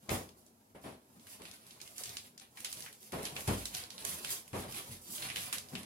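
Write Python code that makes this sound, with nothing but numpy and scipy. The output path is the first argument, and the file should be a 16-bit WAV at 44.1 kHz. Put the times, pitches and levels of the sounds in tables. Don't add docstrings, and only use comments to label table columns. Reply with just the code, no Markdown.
import sys
import numpy as np
from scipy import signal
from scipy.fft import rfft, irfft, next_fast_len
from scipy.io import wavfile
from scipy.ndimage import uniform_filter1d

SR = 44100
rng = np.random.default_rng(int(sys.argv[2]) if len(sys.argv) > 2 else 0)


def volts_from_decibels(level):
    exponent = np.asarray(level, float) / 20
    return 10 ** exponent


def dump(signal):
    limited = np.clip(np.atleast_2d(signal).T, -1, 1)
    pcm = np.round(limited * 32767).astype(np.int16)
    wavfile.write(sys.argv[1], SR, pcm)


N = 257984

# (frequency [Hz], relative density [dB per Hz])
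TONE_SPECTRUM = [(15, -61), (25, -34), (64, -45), (76, -7.5), (161, -18), (217, -3), (317, -15.5),
                 (489, -19), (531, -20), (1560, -34), (8360, -27.5), (9070, -28), (11900, -27),
                 (12900, -20), (13600, -25), (16000, -25)]
# (frequency [Hz], decay time by 60 dB [s])
KITCHEN_DECAY = [(60, 0.43), (250, 0.19), (1000, 0.23), (4000, 0.23), (12000, 0.18)]

# (time [s], nominal level [dB], low modes [dB], door [dB], rise time of the noise [s])
LANDINGS = [(.087, -40.5, -12, 5.5, .0059), (.101, -34, -8, 4.5, .026), (.747, -58, -20, 10.5, .004),
            (.837, -41.5, -26, 6, .031), (1.152, -53, -17, -10, .011), (1.395, -52, -20, 3, .006),
            (2.077, -56.5, -4.5, -1, .016), (2.74, -57, -12, 2, .03), (3.124, -41.5, -36, 9.5, .0099),
            (3.18, -49, -25, 8, .015), (3.227, -55, -3, -8, .0082), (3.308, -53.5, -4, -1, .014),
            (3.358, -57, -6, 12, .0066), (3.476, -27, -7.5, .5, .013), (4.029, -57, -9, 12, .011),
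            (4.17, -54, -20, 3, .03), (4.53, -35, -7, 6, .024), (4.63, -48, -11, 3, .015),
            (4.726, -55, -4, -8, .027), (4.892, -48, -1.5, -6.5, .021), (5.09, -49, -17, -20, .0054),
            (5.72, -34.5, -20, -9, .016)]
# (frequency [Hz], relative level [dB], decay by 60 dB [s], build-up [s])
FLOOR_MODES = [(53.7, -8, 0.45, 0.058), (93.1, -3, 0.38, 0.011), (120, 1.5, 0.18, 0.0042)]
# (frequency [Hz], width [Hz], relative level [dB])
DOOR_MODES = [(323, 26, -1.5), (398.5, 28, 1.5), (464, 60, -3), (552, 80, -3.5), (647, 35, -0.5),
              (765, 56, -3), (915, 150, -6.5), (1140, 250, -9.5)]
# (frequency [Hz], relative density [dB per Hz])
CARCASS_SPECTRUM = [(90, -26), (150, -1), (190, 3), (260, 4), (340, -10), (550, -27.5)]
# (frequency [Hz], relative density [dB per Hz])
SCRAPE_SPECTRUM = [(500, 8), (1000, 1.5), (2500, -1.5), (6000, -18.5), (11000, -10.5), (16000, -57)]

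# (time [s], nominal level [dB], centre [Hz], relative treble [dB], left-right [dB])
CREASES = [(.0913, -31, 2330, -21, 17), (.289, -48, 4160, -20, 8), (.463, -52, 6900, -19, -5),
           (1.1952, -52, 3760, -18, -4), (1.268, -44, 1860, -4, 2), (1.418, -42, 2750, -5, -4),
           (1.452, -39, 2820, -23, -.5), (1.512, -39, 5400, -17, 6), (1.5359, -46, 2060, 0, -1.5),
           (1.665, -46, 3600, 2, -3.5), (1.707, -43, 4080, -25, -3), (1.8013, -43.5, 2760, -13, 5),
           (1.8137, -36, 5600, -22, -7), (1.875, -40.5, 3900, -3, -5), (1.9804, -31, 6840, -28, -6),
           (2.035, -28.5, 5900, -5, -1.5), (2.0557, -33.5, 3840, -14, 2), (2.0914, -36, 4840, -19, 3),
           (2.168, -28, 4070, -8, -3), (2.377, -39.5, 5200, -19, 0), (2.3965, -43, 5350, -16, 13),
           (2.572, -39, 2160, -15, 2), (2.603, -38.5, 3840, 2, -10), (2.6457, -25.5, 3400, -4, -1.5),
           (2.715, -37, 5060, -4, -2), (2.7263, -28.5, 3850, 3.5, -3.5), (2.77, -40, 4000, -6, -2),
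           (2.8043, -35, 3620, 4, -5), (2.822, -36.5, 4770, -12, 8), (2.8614, -37, 1950, -31, 0),
           (2.9264, -42, 3420, 4, -3), (3.028, -44, 4400, 1, -3.5), (3.1203, -36, 2420, -1.5, 2),
           (3.229, -36, 3040, 8, 9), (3.252, -28, 3930, -5, -2.5), (3.3637, -28, 2680, -24, 1),
           (3.4055, -38, 2650, -1, -12), (3.4745, -27, 2430, 2.5, 7), (3.6545, -26, 4100, -3, -5),
           (3.7474, -26.5, 4300, -6, -5.5), (3.8368, -35.5, 4530, -22, -8), (3.903, -35, 4400, -24, -5),
           (3.9789, -35, 3970, -34, -5), (4.022, -40, 3700, -14, -1), (4.0496, -26.5, 3990, 1.5, -14),
           (4.0911, -29.5, 2330, 12, -1), (4.2457, -28, 2500, -5, -5.5), (4.4775, -43, 2350, 5, -4.5),
           (4.53, -42, 2000, -9, 9), (4.7223, -37, 3340, -1, -7), (5.1804, -35, 3100, -18, -1),
           (5.2235, -32, 3100, -20, -6), (5.2865, -35.5, 2800, -22, -4.5), (5.2998, -31.5, 2380, -24, -10),
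           (5.3588, -25, 3030, -32, -1), (5.368, -30.5, 3100, -30, 2), (5.5258, -23, 2360, -1.5, -1),
           (5.582, -30.5, 4830, -4.5, -10), (5.685, -46, 4300, -23, -10), (5.7512, -30.5, 2700, -28, 8.5),
           (5.831, -40, 2400, -5, -5)]
# (peak time [s], relative crinkle level [dB], relative slide hiss [dB],
# time to swell by 20 dB [s], time to fade by 20 dB [s])
PAW_SHOVES = [(.005, -70, -68, .05, .5), (.105, -40.5, -36, .015, .1), (.23, -64, -58, .1, .06),
              (.37, -80, -63, .012, .12), (.47, -72, -66, .04, .03), (.76, -80, -84, .02, .08),
              (.817, -72, -57, .012, .1), (.87, -53, -64, .06, .08), (1.15, -73, -66, .15, .15),
              (1.32, -55, -50, .12, .07), (1.45, -53, -60, .08, .2), (1.55, -60, -57, .05, .04),
              (1.7, -59, -62, .2, .25), (1.82, -61, -55, .03, .4), (1.99, -50, -46, .06, .2),
              (2.12, -52, -52, .2, .12), (2.265, -60, -57, .2, .02), (2.41, -56, -66, .02, .055),
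              (2.56, -58, -54, .012, .3), (2.7, -56, -52, .2, .2), (2.82, -53, -50, .2, .13),
              (3.06, -61, -52, .15, .045), (3.13, -52, -52, .03, .3), (3.25, -43.5, -52, .07, .1),
              (3.36, -48, -44, .02, .2), (3.49, -45, -45, .06, .22), (3.6, -48, -46, .06, .06),
              (3.655, -54, -43, .015, .05), (3.745, -39, -42, .035, .11), (3.91, -58, -57, .02, .2),
              (3.99, -50, -54, .02, .3), (4.06, -42.5, -39, .03, .23), (4.25, -42, -45, .02, .1),
              (4.318, -43, -36.5, .1, .085), (4.49, -64, -60, .15, .012), (4.59, -45, -47, .08, .09),
              (4.68, -50, -47, .012, .15), (4.77, -40.5, -41, .07, .055), (4.93, -50.5, -50, .3, .065),
              (5.095, -53, -50, .1, .1), (5.155, -55, -40, .15, .1), (5.234, -38.5, -53, .1, .12),
              (5.36, -44.5, -44, .012, .3), (5.43, -42.5, -44, .15, .055), (5.53, -47, -43, .012, .1),
              (5.69, -58, -51, .015, .07), (5.784, -45.5, -65, .03, .05)]
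# (time [s], relative level [dB])
PADDING_LEVEL = [(0, -64), (.49, -73), (1.0, -72), (1.3, -68), (2.13, -69), (2.45, -74), (2.72, -65),
                 (3.05, -72), (3.34, -58), (3.84, -64), (4.24, -60), (4.4, -69), (4.56, -69), (4.76, -61),
                 (5.0, -68), (5.2, -63), (5.31, -61), (5.85, -64)]
# (frequency [Hz], relative density [dB per Hz])
PADDING_SPECTRUM = [(60, -11), (100, 0), (240, -0.5), (500, -2), (1000, -4.5), (2000, -16.5)]
SLIDE_SPECTRUM = [(1760, -36), (3000, -17.5), (3290, -9), (3480, -19), (4260, -15), (4700, -6.5),
                  (9870, -4), (16000, -2)]
CRINKLE_SPECTRUM = [(410, -48), (700, 3.5), (852, -5.5), (1050, 4), (1420, 2), (3740, 6.5), (7200, -4.5),
                    (10900, 6), (16000, -20)]

# (frequency [Hz], gain [dB])
MIC_RESPONSE = [(32, -21), (50, 1.5), (11000, -0.5), (13000, -3), (16000, -9.5)]
# (frequency [Hz], left-right [dB])
MIC_MISMATCH = [(60, 1.8), (250, 1.5), (1000, 1), (3000, -0.4), (6000, 0.3), (8500, 0.5), (10500, -8.5),
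                (12500, -5), (16000, 0.5)]

TONE_DB = -67.5
SPACING_M, SOUND_SPEED = 0.18, 343
PAPER_LAG_S = 0.000411
TOP_HZ = 15900
THUD_T60_S, SCRAPE_DB = .37, -5
DEEP_PER_DB = .3
SNAP_S = .0042
SNAP_ROOM_DB, ROOM_DB_PER_OCTAVE = -2.5, -3.5
NARROWS_PER_DB = .035
SHOVE_ROUND = 1.2
PRESS_DB = -19
SIDES = np.array([[1], [-1]])


def unit(x):
    return x / np.sqrt(np.mean(x ** 2) + 1e-20)


def along(points, hz):
    f, v = np.transpose(points)
    return np.interp(np.log(hz + 1), np.log(f + 1), v)


def curves(rows):
    s, *cols = np.transpose(rows)
    return [np.interp(np.arange(N) / SR, s, c) for c in cols]


def filtered(x, response):
    m = next_fast_len(x.shape[-1] + 8192)
    spectrum = rfft(x, m) * response(np.fft.rfftfreq(m, 1 / SR))
    return irfft(spectrum, m)[..., :x.shape[-1]]


def coloured(x, spectrum):
    return unit(filtered(x, lambda hz: volts_from_decibels(along(spectrum, hz))))


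def resonant(x, modes):
    def response(f):
        total = 0
        for k, (centre, width, db) in enumerate(modes):
            damping = 1j * f * width
            total = total + (-1) ** k * volts_from_decibels(db) * damping / (centre * centre - f * f + damping)
        return total
    return filtered(x, response)


def diffuse(pair):
    def mid_side_gains(hz):
        turn = np.arccos(np.sinc(2 * hz * SPACING_M / SOUND_SPEED)) / 2
        return np.array([np.cos(turn), np.sin(turn)])
    mid, side = filtered(pair, mid_side_gains)
    return np.array([mid + side, mid - side])


def grains(per_s, spread_db, life):
    kicks = (rng.random(N) < per_s / SR) * volts_from_decibels(spread_db * rng.standard_normal(N))
    decay = np.exp(-np.arange(SR // 20) / (life * SR))
    swarm = signal.fftconvolve(kicks, decay)[:N] * rng.standard_normal(N)
    return swarm / np.sqrt(abs(uniform_filter1d(swarm ** 2, size=SR // 10)) + 1e-6)


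def room_tone():
    return volts_from_decibels(TONE_DB) * coloured(diffuse(rng.standard_normal((2, N))), TONE_SPECTRUM)


def kitchen(x):
    hop, out = 2048, np.zeros((2, N + 2 * SR))
    x = np.pad(x, (hop, 2 * hop))
    for start in range(0, N + hop, hop):
        hz, t, z = signal.stft(rng.standard_normal((2, SR // 2)), SR, nperseg=256)
        decay = volts_from_decibels(-60 * t / along(KITCHEN_DECAY, hz)[:, None])
        tail = signal.istft(z * decay, SR, nperseg=256)[1]
        tail = unit(tail) / np.sqrt(tail.shape[1])
        piece = x[start:start + 2 * hop] * signal.windows.hann(2 * hop, sym=False)
        wet = signal.fftconvolve(piece[None], tail, axes=1)
        out[:, start:start + wet.shape[1]] += wet
    first_wall = round(.003 * SR)
    return diffuse(out[:, hop - first_wall:][:, :N])


def low_modes(t, db, low_db):
    boom = np.zeros(len(t))
    for hz, mode_db, t60, build in FLOOR_MODES:
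        deep_db = DEEP_PER_DB * (db + 40) * np.log2(FLOOR_MODES[-1][0] / hz)
        drift = 4 * np.cumsum(rng.standard_normal(len(t))) / np.sqrt(SR)
        cycle = np.sin(2 * np.pi * hz * t + drift)
        decay = volts_from_decibels(db + low_db + mode_db + deep_db + 5 - 60 * t / t60)
        boom += decay * (1 - np.exp(-t / build)) * cycle
    return boom


def evened(x):
    power = uniform_filter1d(np.mean(x ** 2, axis=0), size=SR // 25)
    return x / np.sqrt(abs(power) + 1e-9)


def thuds():
    t = np.arange(SR // 2) / SR
    boom, swells = np.zeros(N + SR), np.zeros((3, N + SR))
    for s, db, low_db, door_db, rise in LANDINGS:
        at = slice(round(s * SR), round(s * SR) + len(t))
        shares = volts_from_decibels([-4 + 0 * t, door_db - 5.5 - 12 * t, door_db + SCRAPE_DB - 25 * t])
        swells[:, at] += shares * (1 - np.exp(-t / rise)) * volts_from_decibels(db - 60 * t / THUD_T60_S)
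        boom[at] += low_modes(t, db, low_db)
    a, b, c = (diffuse(rng.standard_normal((2, N))) for _ in range(3))
    carcass = evened(coloured(a, CARCASS_SPECTRUM))
    door = evened(resonant(b, DOOR_MODES))
    scrape = coloured(c, SCRAPE_SPECTRUM)
    noises = carcass, door, scrape
    return boom[:N] + sum(swell[:N] * noise for swell, noise in zip(swells, noises))


def snaps():
    near, clicks, t = np.zeros((2, N + SR)), np.zeros(N + SR), np.arange(2048) / SR
    u = t / SNAP_S
    envelope = u ** 0.89 * np.exp(-2.2 * u ** 2.9)
    for s, db, hz, treble_db, pan_db in CREASES:
        room_db = SNAP_ROOM_DB + ROOM_DB_PER_OCTAVE * np.log2(hz / 3000)
        width = np.clip(0.92 + NARROWS_PER_DB * (treble_db + 12), .4, .92) * hz
        modes = [(hz, width, 0), (10500, 4500, treble_db)]
        shared, *own = rng.standard_normal((3, len(t))) * envelope
        burst = resonant(shared + 1.57 * np.array(own), modes)
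        burst = burst / np.linalg.norm(burst, axis=1, keepdims=True)
        click = resonant(1. * (t == 0), modes)
        click = click / np.linalg.norm(click)
        size = volts_from_decibels(db - 9) * np.sqrt(SNAP_S * SR)
        at = slice(round(s * SR), round(s * SR) + len(t))
        near[:, at] += size * volts_from_decibels(pan_db / 2 * SIDES) * burst
        clicks[at] += size * volts_from_decibels(room_db) * click
    return near[:, :N], clicks[:N]


def shoves():
    t = np.arange(0, N, 32)[:, None] / SR
    s, crinkle_db, slide_db, swell, fade = np.transpose(PAW_SHOVES)
    under_db = 20 * np.where(t < s, (s - t) / swell, (t - s) / fade) ** SHOVE_ROUND
    gains = []
    for db in (crinkle_db, slide_db):
        total = np.sqrt(np.sum(volts_from_decibels(2 * (db - under_db)), axis=1))
        gains.append(np.interp(np.arange(N) / SR, t[:, 0], total))
    return gains


def padding(crinkle_gain):
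    (level_db,) = curves(PADDING_LEVEL)
    patter = coloured(grains(per_s=250, spread_db=3.5, life=.006), PADDING_SPECTRUM)
    return (volts_from_decibels(level_db) + volts_from_decibels(PRESS_DB) * crinkle_gain) * patter


def sliding(gain):
    return gain * coloured(grains(per_s=2000, spread_db=7.5, life=.001), SLIDE_SPECTRUM)


def crinkling(gain):
    return volts_from_decibels(-4) * gain * coloured(grains(per_s=700, spread_db=6.5, life=.001), CRINKLE_SPECTRUM)


def paper():
    crinkle_gain, slide_gain = shoves()
    return crinkling(crinkle_gain) + sliding(slide_gain) + padding(crinkle_gain)


def scene():
    rustle, (chatter, clicks) = paper(), snaps()
    lag = lambda hz: np.exp(-1j * np.pi * hz * PAPER_LAG_S * SIDES)
    direct = filtered(volts_from_decibels(-4.0) * rustle + chatter, lag)
    wet = kitchen(volts_from_decibels(3.0) * rustle + volts_from_decibels(5.0) * clicks)
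    return direct + wet + thuds() + room_tone()


def band_limit(x):
    return signal.sosfilt(signal.butter(12, 16660, fs=SR, output="sos"), x)


def record(dry):
    gain = lambda hz: volts_from_decibels(along(MIC_RESPONSE, hz) + along(MIC_MISMATCH, hz) / 2 * SIDES)
    mix = filtered(dry, lambda hz: (hz < TOP_HZ) * gain(hz))
    return band_limit(mix)


dry = scene()
out = record(dry)
dump(out)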